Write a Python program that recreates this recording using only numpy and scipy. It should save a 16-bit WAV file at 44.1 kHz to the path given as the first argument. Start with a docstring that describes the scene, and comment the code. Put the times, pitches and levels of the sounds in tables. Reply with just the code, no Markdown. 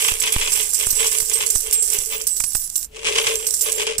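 """A plastic piggy bank is shaken upside down, close by, in a furnished room.
From the start, coins churn in its hollow shell, drop out, and clash, skitter and ring on a pile on a cloth.
The heaviest landings thud through the floor, hardest at 0.4 s. The shaking fades by 2.3 s while coins
still land; it resumes at 3 s and more coins fall. A limiter holds the sharpest peaks throughout."""
import sys
import numpy as np
from scipy import signal
from scipy.fft import rfft, irfft, next_fast_len
from scipy.io import wavfile
from scipy.ndimage import uniform_filter1d, minimum_filter1d, map_coordinates

SR = 44100
rng = np.random.default_rng(int(sys.argv[2]) if len(sys.argv) > 2 else 0)


def waveform_to_disk(signal):
    """Save audio, clipped to [-1, 1], as 16-bit WAV at the path in sys.argv[1]."""
    frames = np.transpose(np.atleast_2d(signal))
    scaled = np.clip(frames, -1, 1) * 32767
    samples = np.round(scaled).astype(np.int16)
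    wavfile.write(sys.argv[1], SR, samples)


N = 176400
CLICK_PAN_DB, RING_PAN_DB = 6.5, 6


def amp(db):
    """Decibels to gain."""
    return 10 ** (np.asarray(db) / 20)


def seconds(length_s):
    """Time axis."""
    return np.arange(int(length_s * SR)) / SR


def unit_energy(x):
    """Each row scaled to energy 1."""
    return x / np.sqrt(np.sum(x ** 2, -1, keepdims=True) + 1e-20)


def pan(db):
    """Left and right gains; positive is right."""
    return amp([[-db], [db]])


def convolved(x, response):
    """Sound through a response, at most N samples."""
    return signal.fftconvolve(np.atleast_2d(x), np.atleast_2d(response), axes=1)[:, :N]


def colour(points, size=4096):
    """Minimum-phase response of energy 1 from (frequency [Hz], level [dB]) points."""
    hz, db = np.transpose(points)
    gain = amp(np.interp(np.log(np.fft.rfftfreq(size, 1 / SR) + 1), np.log(hz), db))
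    cepstrum = irfft(np.log(gain))
    cepstrum[1:size // 2] *= 2
    cepstrum[size // 2 + 1:] = 0
    return unit_energy(irfft(np.exp(rfft(cepstrum))))


def burst(t60_s, length_s=0.1):
    """Decaying stereo noise of energy 1."""
    t = seconds(length_s)
    return unit_energy(rng.standard_normal((2, len(t))) * amp(-60 * t / t60_s))


def resonator(modes, detune=0):
    """Stereo response of energy 1: damped modes of alternating sign."""
    t, phase_rad = seconds(0.1), np.array([[0], [1.8]])
    response = 0
    for k, (hz, width_hz, db) in enumerate(modes):
        pitch_hz = hz * (1 + detune * rng.normal())
        decay = amp(db) * width_hz * np.exp(-np.pi * width_hz * t)
        response += (-1) ** k * decay * np.cos(2 * np.pi * pitch_hz * t + phase_rad)
    return unit_energy(response)


def add(out, start_s, sound):
    """Mix a sound in at a time."""
    part = out[:, max(0, int(start_s * SR)):][:, :sound.shape[-1]]
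    part += sound[..., :part.shape[1]]


def shower(curve, rate_per_s, spread_db):
    """Random contacts (time [s], gain) following a (time [s], level [dB]) curve."""
    count = int(rate_per_s * N / SR)
    jitter, chance = rng.random((count, 2)).T
    times_s = (np.arange(count) + 2 * jitter) / rate_per_s
    sizes = unit_energy(amp(-spread_db * np.log(np.maximum(chance, 0.02)))) * np.sqrt(N)
    return list(zip(times_s, sizes * amp(np.interp(times_s, *np.transpose(curve)))))


def struck(contacts, sounds):
    """Each contact (time [s], gain) plays one of the sounds at random."""
    out = np.zeros((2, N))
    for (start_s, gain), k in zip(contacts, rng.integers(len(sounds), size=len(contacts))):
        add(out, start_s, gain * sounds[k])
    return out


# Room tone spectrum (frequency [Hz], level [dB])
ROOM_SPECTRUM = [(20, -2), (42, 5), (70, -7), (150, -12.5), (400, -23.5), (1500, -32)]


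def room_tone(level_db=-49):
    """Faint rumble, nearly mono."""
    noise = rng.standard_normal(N) + 0.033 * rng.standard_normal((2, N))
    return amp(level_db) * convolved(noise, colour(ROOM_SPECTRUM))


# Heavy landings (time [s], thud level [dB], knock level [dB])
HEAVY_LANDINGS = [(0.119, -19.5, -15.5), (0.363, -9.5, -9.5), (0.87, -20, -19), (.930, -24, -23),
                  (1.203, -34, -17.5), (1.225, -27, -26), (1.557, -18.5, -15.5), (1.986, -24, -22),
                  (2.404, -29, -13.5), (2.440, -26.5, -14.5), (2.552, -20, -12.5), (3.990, -24.5, -24)]


def floor_thuds(rise_s=0.00079, fall_s=0.009, floor_hz=16.2, floor_t60_s=0.71, knock_t60_s=0.014):
    """A low push through the floor with a dull knock on top."""
    out, t = np.zeros((2, N)), seconds(0.31)
    push = (1 - np.exp(-t / rise_s)) * (1 - t / fall_s / 2) * np.exp(-t / fall_s)
    sway = amp(-14.5 - 60 * t / floor_t60_s) * np.sin(2 * np.pi * floor_hz * t)
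    knock_band = signal.butter(2, [750, 3400], "bandpass", fs=SR)
    for start_s, thud_db, knock_db in HEAVY_LANDINGS:
        noise = rng.standard_normal((2, len(t))) * amp(knock_db - 1 - 60 * t / knock_t60_s)
        knock = signal.lfilter(*knock_band, noise)
        add(out, start_s, amp(thud_db) * (push + sway) + pan(CLICK_PAN_DB) * knock)
    return out


# Coin surges in the bank, one per shake (peak time [s], level [dB])
SURGES = [(0.028, -30.5), (0.081, -30), (0.246, -28.5), (0.349, -34.5), (0.429, -28), (0.581, -32.5),
          (0.82, -34.5), (1.007, -28.5), (1.14, -37), (1.326, -35.5), (1.419, -34.5), (1.672, -41.5),
          (1.742, -40), (1.941, -36.5), (2.136, -36.5), (2.22, -49.5), (2.977, -44.5), (3.082, -28),
          (3.177, -28.5), (3.276, -27), (3.438, -43), (3.676, -35), (3.8, -31.5), (3.881, -33.5)]


def churning(contrast=1, hold_s=0.02, rise_db_per_s=334, fall_db_per_s=170):
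    """Contacts in the bank: each surge swells, holds and dies away."""
    t = np.linspace(0, N / SR, N // 100)
    peak_s, peak_db = np.transpose(SURGES)[:, :, None]
    away_s = np.maximum(np.abs(t - peak_s) - hold_s / 2, 0)
    surges = amp(peak_db - away_s * np.where(t < peak_s, rise_db_per_s, fall_db_per_s))
    level_db = 20 * np.log10(np.linalg.norm(surges, axis=0) + 1e-9)
    return shower(np.transpose([t, contrast * level_db]), rate_per_s=1200, spread_db=5)


# Air modes of the hollow (frequency [Hz], width [Hz], level [dB])
CAVITY_MODES = [(405, 45, -8), (443, 24, 0), (590, 90, -14)]


def cavity_hum(gain_db=-16.5, growth_db_per_s=2.5):
    """Coins drum on the air inside, which swings more freely as the bank empties."""
    drumming = struck(churning(contrast=0.72), [np.ones(1), -np.ones(1)])[0]
    air = convolved(drumming, resonator(CAVITY_MODES))
    hum = signal.lfilter(*signal.butter(2, [340, 640], "bandpass", fs=SR), air)
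    return hum * amp(gain_db + growth_db_per_s * np.arange(N) / SR) * pan(-2)


# Plastic shell modes (frequency [Hz], width [Hz], level [dB])
SHELL_MODES = [(980, 170, -6.5), (1430, 130, -13), (2430, 110, -1), (2720, 100, 0), (3120, 130, 0),
               (3420, 90, -4)]


def shell_knock(scrape, echo_db=2, scrape_db=5.5, shell_db=2.5):
    """A click echoes in the bank and rings the shell, which the coins' weight retunes."""
    click = unit_energy(burst(t60_s=0.00078) + amp(echo_db) * burst(t60_s=0.029))
    shell = resonator(SHELL_MODES, detune=0.045)
    shell = signal.lfilter(*signal.butter(2, 700, "highpass", fs=SR), shell)
    size = click.shape[1]
    ring = unit_energy(convolved(click[0], shell)[:, :size])
    return amp(scrape_db) * convolved(click, scrape)[:, :size] + amp(shell_db) * ring


# Scrape and click of coins in the bank (frequency [Hz], level [dB])
SCRAPE_SPECTRUM = [(330, -11.5), (520, -27.5), (720, -16), (1000, -17), (1450, -6), (2300, 3), (3200, 2.5),
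                   (4200, -3.5), (5600, -1.5), (7800, -0.5), (9800, -4), (11500, -23), (13400, -32)]
# Clumps hitting the wall (time [s], level [dB])
WALL_SLAPS = [(0.0829, -14), (.2673, -15.5), (.4105, -22), (0.4746, -19), (1.056, -20), (1.4044, -18),
              (2.133, -22.5), (2.961, -29.5), (3.046, -18), (3.0646, -17.5), (3.126, -22), (3.1553, -14),
              (3.182, -9.5), (3.268, -12), (3.685, -21), (3.798, -17.5), (3.8678, -15.5)]


def bank_rattle(clump_s=0.009, slap_gain_db=10):
    """Coins churn in the bank and slap its wall in clumps of three."""
    contacts = churning()
    for start_s, db in WALL_SLAPS:
        contacts += [(start_s + lag_s, amp(db + slap_gain_db)) for lag_s in [0, *clump_s * rng.random(2)]]
    scrape = colour(SCRAPE_SPECTRUM)
    return pan(0.5) * struck(contacts, [shell_knock(scrape) for _ in range(60)])


# Coins tumbling free (time [s], frequency [Hz], level [dB], free time [s])
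TUMBLES = [(.95, 7938, -21, .08), (.96, 7665, -28, .08), (1.335, 8254, -18, .02), (1.727, 8182, -17, .11),
           (1.727, 7493, -25, .11), (2.11, 14905, -27, .035), (2.269, 8010, -22, .07),
           (2.3, 7838, -29, .12), (2.439, 10422, -25, .04), (2.549, 13770, -29, .06),
           (2.58, 10752, -28, .08), (3.356, 7608, -30, .11), (3.48, 7924, -30, .11),
           (3.63, 10752, -22, .025), (3.745, 7393, -25, .04)]


def tumbling_coins(rise_s=0.0097, fall_db_per_s=45, stop_t60_s=0.14, flutter_hz=53.5, depth=0.45):
    """A tumbling coin rings with an uneven flutter until its next touch stops it."""
    out, t = np.zeros((2, N)), seconds(0.3)
    for start_s, hz, db, free_s in TUMBLES:
        damping_db = fall_db_per_s * t + 60 * np.maximum(t - free_s, 0) / stop_t60_s
        envelope = np.minimum(t / rise_s, 1) * amp(db - damping_db)
        knots = rng.standard_normal((4, 32))
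        flutter = depth * np.array([map_coordinates(row, [t * flutter_hz], mode="wrap") for row in knots])
        phase_rad = 2 * np.pi * (hz * t + rng.random((2, 1))) + flutter[2:]
        add(out, start_s, envelope * (1 + flutter[:2]) * np.sin(phase_rad))
    return out * pan(RING_PAN_DB)


# Glancing hits (time [s], level [dB])
GLANCES = [(1.1847, -3), (1.298, -8), (1.4636, -7), (1.4685, -5), (1.7112, -10), (1.9015, -7), (1.9874, -6),
           (2.7003, -15), (2.829, -13), (3.356, -7), (3.5079, -7), (3.72, -7), (3.727, -7)]
# Their bright snap (frequency [Hz], level [dB])
SNAP_SPECTRUM = [(900, -22), (3500, -10.5), (8000, 12), (15000, -5)]


def glancing_cracks(gain_db=18.5):
    """A coin glances off a firmly lying one: a dry crack, no scatter."""
    out = np.zeros((2, N))
    for start_s, db in GLANCES:
        add(out, start_s, amp(db + gain_db) * burst(t60_s=0.011))
    return pan(CLICK_PAN_DB) * convolved(out, colour(SNAP_SPECTRUM)) / amp(CLICK_PAN_DB)


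# Coin modes damped by the pile (frequency [Hz], pitch spread [ratio], level [dB], T60 [s])
COIN_MODES = [(7650, 0.0396, -2, 0.028), (9330, 0.068, -4, 0.018), (13270, 0.0237, -7, 0.053),
              (14200, 0.013, -34.5, 0.11)]


def coin_clink(click, ring_db=0, click_t60_s=0.0042, t60_spread_db=3.5, level_spread_db=4.1):
    """One contact: a hard click and a brief ring at the coin's own pitches."""
    t = seconds(0.12)
    sound = pan(CLICK_PAN_DB) * convolved(burst(click_t60_s, len(t) / SR), click)[:, :len(t)]
    for hz, spread, db, t60_s in COIN_MODES:
        pitch_hz = hz * (1 + spread * rng.normal())
        decay = amp(-60 * t / (t60_s * amp(t60_spread_db * rng.normal())))
        ring = unit_energy(decay * np.sin(2 * np.pi * (pitch_hz * t + rng.random((2, 1)))))
        sound += pan(RING_PAN_DB) * amp(db + ring_db + rng.normal(0, level_spread_db, (2, 1))) * ring
    return sound / amp(CLICK_PAN_DB)


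def landing(start_s, db, slap_s=0.004, scatter_s=0.03, scatter_db=-9.5, fall_db_per_s=260):
    """A coin hits edge first, falls flat and jolts its neighbours."""
    hits = [(start_s, amp(db)), (start_s + slap_s * rng.uniform(0.7, 1.2), amp(db))]
    for lag_s in scatter_s * rng.random(7):
        hits.append((start_s + lag_s, amp(db + scatter_db - fall_db_per_s * lag_s)))
    return hits


# Metal-on-metal click (frequency [Hz], level [dB])
CLICK_SPECTRUM = [(200, -55), (900, -28), (1500, -22), (2700, -19.5), (3800, -13.5), (5500, 1.5), (7500, 3),
                  (9300, 3.5), (10500, 2), (11800, -11), (13500, -13), (15000, -10.5)]
# Coins landing on the pile (time [s], level [dB])
PILE_LANDINGS = [(0.0158, -27), (0.201, -10), (0.223, -13), (0.3227, -6.5), (0.5206, -7), (0.53, -11),
                 (.631, -14.5), (0.7349, -10.5), (0.745, -5), (0.7981, -13.5), (.867, -9.5), (.905, -2.5),
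                 (1.066, -7.5), (1.116, -11.5), (1.203, -10), (1.335, -9), (1.502, -5.5), (1.553, -8),
                 (1.605, -15), (1.7272, -3), (1.825, -8.5), (1.932, -10), (2.2146, -16), (2.269, -6),
                 (2.367, -15.5), (2.401, -9.5), (2.4382, -12), (2.549, -7.5), (2.7569, -7.5), (3.468, -6.5),
                 (3.54, -9.5), (3.6102, -4.5), (3.982, -8.5)]
# Sliding and settling of the pile (time [s], level [dB])
SLIDE_CURVE = [(0, -23), (.1, -23), (.16, -32), (.49, -29), (.56, -23.5), (.7, -28), (.78, -27),
               (1.14, -25.5), (1.48, -29), (1.56, -23.5), (1.68, -32), (1.8, -35), (1.86, -25),
               (2.02, -27.5), (2.25, -38.5), (2.3, -31), (2.64, -30), (2.69, -39), (2.79, -31),
               (2.85, -32.5), (2.88, -81), (3.1, -38), (3.3, -30), (3.45, -35), (3.56, -26), (3.82, -32.5),
               (3.96, -66)]


def coin_pile(landing_gain_db=17, slide_gain_db=2.5):
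    """Coins land and keep the pile sliding; a landing coin is pressed down and rings less."""
    click = colour(CLICK_SPECTRUM)
    hits = [hit for start_s, db in PILE_LANDINGS for hit in landing(start_s, db + landing_gain_db)]
    landed = struck(hits, [coin_clink(click, ring_db=-2) for _ in range(40)])
    slips = shower(SLIDE_CURVE, rate_per_s=750, spread_db=2.9)
    sliding = struck(slips, [coin_clink(click) for _ in range(80)])
    return landed + amp(slide_gain_db) * sliding


def scene():
    """Bank and pile in a small, soft room."""
    coins = bank_rattle() + cavity_hum() + coin_pile() + glancing_cracks() + tumbling_coins()
    reverb = amp(-7.5) * convolved(coins, burst(t60_s=0.077, length_s=0.44))
    return coins + reverb + floor_thuds() + room_tone()


def record(dry):
    """Fast limiter per channel, then a band limit."""
    ceiling_db, hold_s, cutoff_hz = -2.5, 0.0006, 15600
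    window = int(hold_s * SR)
    gain = np.minimum(1, amp(ceiling_db) / (np.abs(dry) + 1e-9))
    limited = dry * uniform_filter1d(minimum_filter1d(gain, window), window)
    size = next_fast_len(N + SR // 2)
    passband = np.fft.rfftfreq(size, 1 / SR) < cutoff_hz
    return irfft(rfft(limited, size) * passband, size)[:, :N]


dry = scene()
out = record(dry)
waveform_to_disk(out)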